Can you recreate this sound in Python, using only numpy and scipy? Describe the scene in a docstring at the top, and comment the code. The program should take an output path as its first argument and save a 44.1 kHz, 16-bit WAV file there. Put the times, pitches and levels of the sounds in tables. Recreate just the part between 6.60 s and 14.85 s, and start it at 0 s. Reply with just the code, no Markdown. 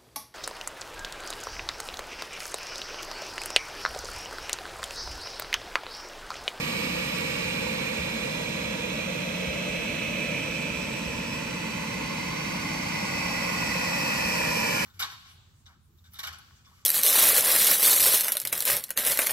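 """Robot vacuum turning on carpet

A robot vacuum turns slowly on the spot, close by, in a quiet living room; it grows louder as the
exhaust comes round. Brush roller and wheels rumble (shaped noise), the fan whines (beamed sines),
air rushes in ducts and vents (resonant noise in beams that sweep past). A crumb ticks, wheels thud.
"""
import sys
import numpy as np
from scipy import signal
from scipy.fft import rfft, irfft, next_fast_len
from scipy.io import wavfile
from scipy.ndimage import uniform_filter1d

SR = 44100
rng = np.random.default_rng(int(sys.argv[2]) if len(sys.argv) > 2 else 0)


def log_audio(samples):
    """Write samples as a 16-bit WAV file to the path given in sys.argv[1]."""
    # one column per channel
    frames = np.atleast_2d(samples).T
    # limit to full scale, then quantise
    limited = np.clip(frames, -1, 1)
    pcm = np.round(limited * 32767).astype(np.int16)
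    wavfile.write(sys.argv[1], SR, pcm)


N = 363825
TIME = np.arange(N) / SR
SIZE = next_fast_len(N, real=True)
FREQ = np.maximum(np.arange(SIZE // 2 + 1) * SR / SIZE, 1)

# Facing: heading at which a part faces the listener. Levels are base levels, before scene() trims.
# Where the nose points: t/s, heading away from the listener/deg
HEADING = [(0, -54.5), (8.25, 224.5)]
# Air resonances of ducts and vents: f/Hz, width/Hz, level/dB per Hz, facing/deg, beam width/deg,
# slide/Hz per deg, left-right/dB, left lead/ms
VENTS = [(497, 143, -70.5, 211.5, 27.5, -1.66, -23.5, 0.43), (458, 76, -67, 44, 61, 0.0, -7, 0.087),
         (501, 107, -58.5, -19.0, 40.5, 0.1, -1, 0.48), (520, 188, -63, 252.0, 77, -0.27, 1.5, 0.65),
         (582, 153, -56.5, 240.5, 21.8, -0.46, 0.5, 0.54), (566, 137, -63.5, 63.0, 33.3, -0.47, 3.5, 0.044),
         (770, 110, -74, -45, 50, 0, 0, 0.64), (697, 110, -71, 178, 22, -0.6, 7, 0.3),
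         (888, 40, -67, 106, 26, 0, -9, 0.17), (898, 237, -69, 189.0, 45.6, -0.5, 15.5, -0.11),
         (938, 166, -70, -22, 52, -0.0, -11, 0.77), (987, 167, -59.5, 216.0, 22.7, -1.2, 3.5, -0.12),
         (1087, 128, -66, 160.5, 33.6, 1, 2.5, -0.0069), (1170, 145, -71, -80.5, 38, -0.5, -14, 0.17),
         (1332, 99, -75, 87.0, 56, 2.0, -11, 0.25), (1410, 54, -63, 230, 46.6, -1, -7, 0.2),
         (1486, 130, -64, 193.0, 40, -3.5, -0.3, 0.292), (1677, 190, -61.5, 235.0, 22.6, -4, 3, -0.011),
         (1977, 220, -61.5, 189.5, 23.4, -2, -3, -0.0026), (2050, 380, -69, 212, 43, -4, -10, -0.17),
         (2230, 370, -64, 158.5, 31.3, 5, -2, -0.038), (2360, 1310, -67, -41.0, 35, -4.5, -8.5, -0.147),
         (2370, 210, -56, 225.5, 15, -4, 1, 0.048), (2484, 160, -62.5, 185, 18, 0, -2, 0.07),
         (2400, 205, -64, -32, 73, -0.03, -10, -0.1), (2451, 44, -59, 25, 78, 0.5, -5.5, -0.1),
         (2390, 870, -64.5, 62.0, 20.4, 2.5, -2, 0.04), (2430, 150, -59.5, 74, 10.6, 0.5, -6, 0.018),
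         (2640, 940, -66, 236, 46, 1.36, 1, 0.148), (2760, 77, -71, -12.5, 36, 0.5, -20, -0.068),
         (2950, 110, -63.5, 240, 26, -3, 11, 0.22), (3400, 890, -72.5, 10.0, 61, -4.5, -7.5, -0.119),
         (3420, 950, -78, 215, 37, -0.5, -3.5, 0.145), (4000, 440, -75, -46.0, 64, -0.08, -15, 0.032),
         (4535, 440, -69, 200.0, 40.2, 0, -5, 0.02), (5380, 340, -68.5, 205, 32, -1.5, -8, 0.063),
         (5620, 2500, -70.5, 234.0, 31.6, 12, 1, -0.039), (5900, 330, -82.5, 54.5, 50, -5, -18.5, -0.08),
         (6930, 1330, -76, 252.0, 53, 7, -10.5, 0.041), (6880, 2070, -79.5, -86, 85, -0.53, -1, 0.04),
         (7920, 280, -82.5, 92.5, 21, -0.5, -6, 0.0), (8040, 260, -75.5, 208.5, 22, 6, 0, -0.003),
         (8280, 330, -78.5, -80.5, 51.5, -1.9, -11, -0.087), (9390, 285, -78, 238, 48, 1.3, 0, 0.005),
         (8680, 250, -83.5, -40, 63, 0, -6, -0.005), (12000, 1900, -73, 250, 31.3, -6, 0, -0.0984),
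         (11900, 890, -82.5, -86.5, 69, -1.5, 0, 0.0086)]
# Paths round the shell that cancel or reinforce: f/Hz, width/Hz, strongest heading/deg, span/deg,
# slide/Hz per deg, left/dB, right/dB
INTERFERENCE = [(375, 85, -40, 33, 0.5, -2.5, 4), (410, 40, 69, 22, -0.5, 7, 2.5),
                (442, 45, 158, 55, -0.3, 7.5, 0.5), (466, 48, 10, 34, 0.1, -4.5, -1.5),
                (520, 65, 137, 26, -1.2, -3, -0.5), (592, 55, -33, 20, 1.1, -0.5, -6),
                (620, 74, 105, 18, -2.5, -5, 6.5), (640, 70, -50, 18, 0.5, -7.5, -0.5),
                (680, 110, 226, 16, -1, -2, -7), (654, 84, 64, 19, -0.5, 2, 4),
                (740, 71, 115, 25, -1, -5, -7), (835, 68, -23, 19, -2.5, 1, 4.5),
                (935, 70, -23, 10, 1, -5, -3), (940, 55, 61, 17, -2, -3, -5.5),
                (1130, 110, -45, 23, -2, 1, -1.5), (1110, 170, 219, 11, -5, -14, 6),
                (1260, 70, 221, 16, 1, -5, 3.5), (1350, 120, 190, 8.7, -3, 4, 3),
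                (1410, 80, -32, 15, 5, -1, 4.5), (1435, 43, 216, 14, 1.5, 5, -9),
                (1520, 49, 209, 16, -3, 6, 6), (1700, 38, -43, 23, 0, -4.3, -3),
                (1740, 130, 165, 20, -3, 1, -4.5), (1860, 90, 53, 23, 1.5, -13, -8),
                (1930, 82, 225, 53, -5, -10, 2), (1950, 55, -12, 46, 0.5, 5, 1),
                (2040, 60, -35, 20, -0.5, 1, -6), (2090, 73, -41, 64, 0.5, -9, -3.5),
                (2230, 110, 138, 22, 3, -8, -3), (2180, 150, 231, 27, -8.5, 4, 2),
                (2550, 89, -41, 14, 5, 9, -6), (2790, 130, -50, 24, -3, -8, -0.5),
                (2800, 230, 76, 19, 12, -5, -4), (2940, 87, 36, 15, 3, 0, -5), (2670, 63, 62, 24, 0, 0, -1),
                (3040, 138, 200, 30, 5, -7, 1), (3300, 110, 170, 23, -7, -7, 1.5),
                (3270, 300, 57, 34, 1, 1, 0), (3570, 350, -38, 33, -12, -3, -2.5),
                (3450, 580, 205, 29, 1, -1, -3), (3870, 150, 134, 11, 0, 6, 5),
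                (3850, 150, 2, 34, 0, 2, -0.5), (4140, 130, 160, 20, 7, -4, -3),
                (4600, 250, -10, 25, 3, 3, -0.5), (4870, 250, 188, 14, 5, -4, 0),
                (5380, 220, 212, 17, 0, -10, 0.5), (5830, 330, 165, 22, 7, 2, 1),
                (6500, 240, 212, 29, 9, -1.5, -5), (6600, 700, -25, 40, 0, 0, 0),
                (7100, 430, 166, 18, -9, 3, -1), (8470, 560, 189, 49, 4, 6.5, 7.5)]
# Air noise scattered by the room: f/Hz, level/dB per Hz
ROOM_AIR = [(40, -102), (100, -80.5), (170, -67.5), (270, -64.5), (420, -84), (700, -90.5), (1200, -76),
            (1800, -77), (2450, -72), (3300, -76.5), (4500, -90), (6000, -82.5), (8000, -118), (13300, -92)]
# Blade tone beams: facing/deg, beam width/deg, left/dB, right/dB, left lead/ms
WHINE_BEAMS = [(-36, 15, -41.5, -43, -0.27), (-11, 11, -41, -60, -0.25), (20, 8, -55, -43, -0.024),
               (49, 14, -45.5, -38, -0.03), (71, 14.5, -51, -34.5, 0.019), (103, 8.7, -43, -42.5, 0.089),
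               (124, 8, -54, -41, 0.028), (143, 4.6, -56, -42, 0.12), (174, 6.5, -41, -36.5, 0.081),
               (199.5, 10, -34.5, -36, 0.097), (215, 6.5, -48, -36, 0.069)]
# Beams of the blade tone's octave: facing/deg, beam width/deg, left/dB, right/dB, left lead/ms
OCTAVE_BEAMS = [(-46, 16, -63, -45, 0.04), (3, 9, -61, -50.5, -0.012), (43, 6.5, -62, -53.5, -0.03),
                (81, 7, -64, -52, 0.069), (101, 5.1, -59, -47, 0.045), (129, 5.5, -62, -57, -0.04),
                (173, 8, -58, -47, 0.1), (197, 8, -51, -46, 0), (222, 6, -52, -42, -0.01)]
# Weaker fan lines: multiple of rotor rate, left/dB, right/dB, facing/deg, beam width/deg
FAN_LINES = [(1, -55.5, -48, 60, 190), (6, -64, -56, -85, 69), (7, -53, -42, -28, 24),
             (7, -52, -59, 150, 56), (24, -63, -66, -50, 35), (24, -63, -59, 183, 12)]
# Roller brush and drive on carpet: f/Hz, level/dB per Hz
RUMBLE = [(20, -92), (32, -83), (45, -72), (60, -71.5), (92, -70), (115, -63.5), (145, -62), (175, -60.5),
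          (198, -61), (225, -60), (255, -65.5), (300, -67.5), (380, -85.5), (520, -103)]
# Low resonances of shell and room: f/Hz, width/Hz, lift/dB
BOOMS = [(58.5, 8, 8), (69.6, 9, -1), (80, 7.4, 6.5), (154.8, 8.5, 6), (181, 11.6, 9), (201.4, 5.6, -4.5),
         (213, 6.7, -2), (216, 10.8, 6.5), (267, 15, 2), (284, 28, 3), (303, 11, -2), (342, 8.6, 9.5),
         (360, 16, -3)]
# Roller heard more openly from the rear: facing/deg, beam width/deg, lift/dB
REAR = (204, 24, 1.2)
# Roller drive drone from one flank: f/Hz, width/Hz, level/dB per Hz, facing/deg, beam width/deg
DRONE = (184.5, 11, -55.5, 27, 29)
# Crumb flicked against the shell by the side brush: peak/dB, f/Hz, t60/s
CRUMB = (-31, 940, .025)
# Wheel dropping into the pile: t/s, peak/dB, f/Hz
THUDS = [(1.38, -36, 70.6), (2.865, -32.5, 73), (4.455, -35, 68), (6.635, -37, 76.6), (7.635, -38, 72)]
# Fixed peaks and dips at each microphone from nearby reflections: f/Hz, width/Hz, left/dB, right/dB
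EAR_COLOUR = [(302, 24, -2, 2), (348, 22, 4.5, 0), (385, 45, -1, 4), (452, 80, -6, -1), (618, 60, 1, -4.5),
              (780, 130, 3, 3), (1050, 200, -1.5, -1), (1370, 110, 2.5, 0.5), (4000, 250, 3.5, 0),
              (7900, 900, 2, 1)]

FAN_START_HZ, FAN_CREEP_HZ_PER_S, BLADES = 322.93, 0.03, 8
CRUMB_AT_S = 1.066
THUD_RISE_S, THUD_T60_S = 0.023, 0.14
CUTOFF_HZ = 13313


def from_db(db):
    """Decibels to gain."""
    return 10 ** (np.asarray(db) / 20)


def shape(points):
    """Gain over FREQ from (f/Hz, dB) points, straight on a log frequency axis."""
    hz, db = np.transpose(points)
    return from_db(np.interp(np.log(FREQ), np.log(hz), db))


def resonance(hz, width_hz, freq=FREQ):
    """Bell of height 1 with steep skirts: a resonance passed twice."""
    detuning = (freq ** 2 - hz ** 2) / (freq * width_hz)
    return 1 / (1 + detuning ** 2)


def beam_gain(off_axis_deg, width_deg):
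    """Gain of a beam that points so many degrees past the listener."""
    return np.exp((np.cos(np.radians(off_axis_deg)) - 1) / (2 * np.radians(width_deg) ** 2))


def turbulence(gain):
    """Complex random noise, gain per root Hz; two rows of gain give two ears."""
    white = rng.standard_normal(len(FREQ)) + 1j * rng.standard_normal(len(FREQ))
    return np.fft.ifft(white * gain * np.sqrt(SR * SIZE), SIZE)[..., :N]


def noise(gain):
    """Real part of turbulence: its sound pressure."""
    return turbulence(gain).real


def drift(rate_hz):
    """Slow random swing, mean 0, spread 1."""
    slow = noise(1 / (1 + (FREQ / rate_hz) ** 2))
    return (slow - slow.mean()) / slow.std()


def evened(x, seconds):
    """Noise with its own slow swells taken out."""
    power = np.mean(np.atleast_2d(x) ** 2, axis=0)
    return x * np.sqrt(power.mean() / uniform_filter1d(power, int(seconds * SR)))


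def ears(pan_db, lead_ms):
    """Left and right response for a level difference and a head start of the left."""
    half = from_db(pan_db / 2) * np.exp(1j * np.pi * FREQ * lead_ms / 1000)
    return np.array([half, 1 / half])


def ring(start_s, peak_db, hz, rise_s, t60_s):
    """A note that rises in a straight line and dies away exponentially."""
    age_s = np.clip(TIME - start_s, 0, 1)
    decay = from_db(-60 * np.maximum(age_s - rise_s, 0) / t60_s)
    envelope = np.minimum(age_s / rise_s, 1) * decay
    return from_db(peak_db) * envelope * np.sin(2 * np.pi * hz * age_s)


def standing_waves(ripple_db, spacing_hz):
    """Reflections from walls and furniture: fine, fixed, random peaks and dips over frequency."""
    knots = rng.standard_normal(4000)
    gain = from_db(ripple_db * np.interp(FREQ / spacing_hz, np.arange(len(knots)), knots))
    return gain / np.sqrt(np.mean(gain ** 2))


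def vents(heading_deg, level_db, colour):
    """Turbulent air rings in each duct; its opening beams it outward and turns with the shell."""
    out = np.zeros((2, N))
    for hz, width_hz, db, facing_deg, beam_deg, slide_hz_per_deg, pan_db, lead_ms in VENTS:
        off_axis_deg = heading_deg - facing_deg
        aim = beam_gain(off_axis_deg, beam_deg)
        # path lengths round the shell change as it turns: the peak slides
        slide_rad = np.float32(2 * np.pi * np.cumsum(slide_hz_per_deg * off_axis_deg) / SR)
        gain = from_db(db) * resonance(hz, width_hz) * colour * ears(pan_db, lead_ms)
        rush = turbulence(gain)
        out += aim * (np.cos(slide_rad) * rush.real - np.sin(slide_rad) * rush.imag)
    return out * from_db(level_db)


def room_air(level_db, direct_share):
    """Scattered air noise: a share reaches both ears alike, the rest differs at each ear."""
    gain = shape(ROOM_AIR)
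    common, left, right = (noise(gain) for _ in range(3))
    direct = np.sqrt(direct_share) * common
    scattered = np.sqrt(1 - direct_share) * np.array([left, right])
    return from_db(level_db) * (direct + scattered)


def round_the_shell(air, heading_deg, size=2048):
    """Paths of changing length hollow out some bands and lift others, differently at each ear."""
    freq, frame_s, frames = signal.stft(air, SR, nperseg=size)
    freq = np.maximum(freq, 1)[:, None]
    turned_deg = np.interp(frame_s, TIME, heading_deg)
    colour_db = 0
    for hz, width_hz, facing_deg, span_deg, slide_hz_per_deg, left_db, right_db in INTERFERENCE:
        off_axis_deg = turned_deg - facing_deg
        bell = resonance(hz + slide_hz_per_deg * off_axis_deg, width_hz, freq)
        band = beam_gain(off_axis_deg, span_deg) * bell
        colour_db = colour_db + np.array([left_db * band, right_db * band])
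    return signal.istft(frames * from_db(colour_db), SR, nperseg=size)[1][:, :N]


def beamed_tone(angle, hz, heading_deg, beams):
    """A tone at both ears: beams add in power, and their power-weighted lead delays the right."""
    power, weighted_lead_ms = 1e-12, 0
    for facing_deg, width_deg, left_db, right_db, beam_lead_ms in beams:
        ear_power = np.float32(from_db([[left_db], [right_db]]) ** 2)
        part = ear_power * beam_gain(heading_deg - facing_deg, width_deg) ** 2
        power = power + part
        weighted_lead_ms = weighted_lead_ms + beam_lead_ms * part.sum(axis=0)
    lead_ms = weighted_lead_ms / power.sum(axis=0)
    lead_rad = 2 * np.pi * hz * lead_ms / 1000
    return np.sqrt(power) * np.sin([angle, angle - lead_rad])


def fan(heading_deg, wobble, whine_db, octave_db, shimmer_db, octave_shimmer_db, fading_db, flutter_rad):
    """Lines at multiples of the rotor rate; they fade in and out as their beams sweep past."""
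    rotor_hz = FAN_START_HZ + FAN_CREEP_HZ_PER_S * TIME
    angle = 2 * np.pi * np.cumsum(rotor_hz * (1 + wobble * drift(14.0))) / SR
    # intake eddies make the blade tone waver, the octave twice as much
    blade_angle = BLADES * angle + flutter_rad * drift(15)
    blade_hz = BLADES * rotor_hz
    whine = beamed_tone(blade_angle, blade_hz, heading_deg, WHINE_BEAMS)
    octave = beamed_tone(2 * blade_angle, 2 * blade_hz, heading_deg, OCTAVE_BEAMS)
    out = from_db(whine_db) * whine
    out += from_db(octave_db + octave_shimmer_db * drift(14)) * octave
    out *= from_db(shimmer_db * drift(15))
    for multiple, *levels_db, facing_deg, beam_deg in FAN_LINES:
        aim = beam_gain(heading_deg - facing_deg, beam_deg)
        for ear, db in enumerate(levels_db):
            line = np.sin(round(multiple) * angle + 0.73 * drift(0.91))
            out[ear] += aim * from_db(db + fading_db * drift(0.99)) * line
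    return np.sqrt(2) * out  # table levels are rms


def rumble(heading_deg, split_hz, wheel_db, roller_db, wheel_sway_db, roller_sway_db, upper_pan_db):
    """Bristles beat the pile, wheels roll on it; both shake low resonances and sway with the pile."""
    boom_db = sum(db * resonance(hz, width_hz) for hz, width_hz, db in BOOMS)
    body = shape(RUMBLE) * from_db(boom_db)
    low_share = 1 / (1 + (FREQ / split_hz) ** 8)  # of power
    # long waves reach both ears alike, shorter ones lean to one side
    pan_db = np.interp(FREQ, [190, 330], [0, upper_pan_db])
    wheels = evened(noise(body * np.sqrt(low_share)), seconds=0.36)
    roller = evened(noise(body * np.sqrt(1 - low_share) * ears(pan_db, 0)), seconds=0.11)
    facing_deg, beam_deg, lift_db = REAR
    rear_db = lift_db * beam_gain(heading_deg - facing_deg, beam_deg)
    wheels = wheels * from_db(wheel_db + wheel_sway_db * drift(9.1))
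    roller = roller * from_db(roller_db + roller_sway_db * drift(35) + rear_db)
    return wheels + roller


def drone(heading_deg):
    """Unsteady low note of the roller drive: narrow noise, strongest as its flank faces the listener."""
    hz, width_hz, db, facing_deg, beam_deg = DRONE
    note = evened(noise(from_db(db) * resonance(hz, width_hz)), seconds=0.48)
    return beam_gain(heading_deg - facing_deg, beam_deg) * note


def crumb():
    """One small tick of the plastic shell: a short decaying sine."""
    peak_db, hz, t60_s = CRUMB
    return ring(CRUMB_AT_S, peak_db, hz, rise_s=0.003, t60_s=t60_s)


def thuds():
    """Body bounces on its wheel springs: a low note swells quickly and dies in a few cycles."""
    return sum(ring(at_s, peak_db, hz, THUD_RISE_S, THUD_T60_S) for at_s, peak_db, hz in THUDS)


def scene():
    """Air, fan, roller and wheels of the turning machine, with a crumb and thuds."""
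    heading_s, headings_deg = np.transpose(HEADING)
    heading_deg = np.float32(np.interp(TIME, heading_s, headings_deg))
    colour = standing_waves(ripple_db=2.2, spacing_hz=24.99)
    air = vents(heading_deg, level_db=0.55, colour=colour)
    air = air + room_air(level_db=-1.0, direct_share=0.14)
    air = round_the_shell(air, heading_deg)
    tones = fan(heading_deg, wobble=0.0001, whine_db=-1.0, octave_db=-0.5, shimmer_db=1.55,
                octave_shimmer_db=2.5, fading_db=0.5, flutter_rad=0.13)
    drive = rumble(heading_deg, split_hz=110, wheel_db=0.0, roller_db=-1.1, wheel_sway_db=1.3,
                   roller_sway_db=0.9, upper_pan_db=-1.5)
    return air + tones + drive + drone(heading_deg) + crumb() + thuds()


def record(dry):
    """Each microphone adds its own colour; the top is cut steeply."""
    colour_db = 0
    for hz, width_hz, left_db, right_db in EAR_COLOUR:
        colour_db = colour_db + np.array([[left_db], [right_db]]) * resonance(hz, width_hz)
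    heard = irfft(rfft(dry, SIZE) * from_db(colour_db), SIZE)[:, :N]
    low_pass = signal.ellip(10, 0.1, 80, CUTOFF_HZ, fs=SR, output="sos")
    return signal.sosfilt(low_pass, heard)


dry = scene()
out = record(dry)
log_audio(out)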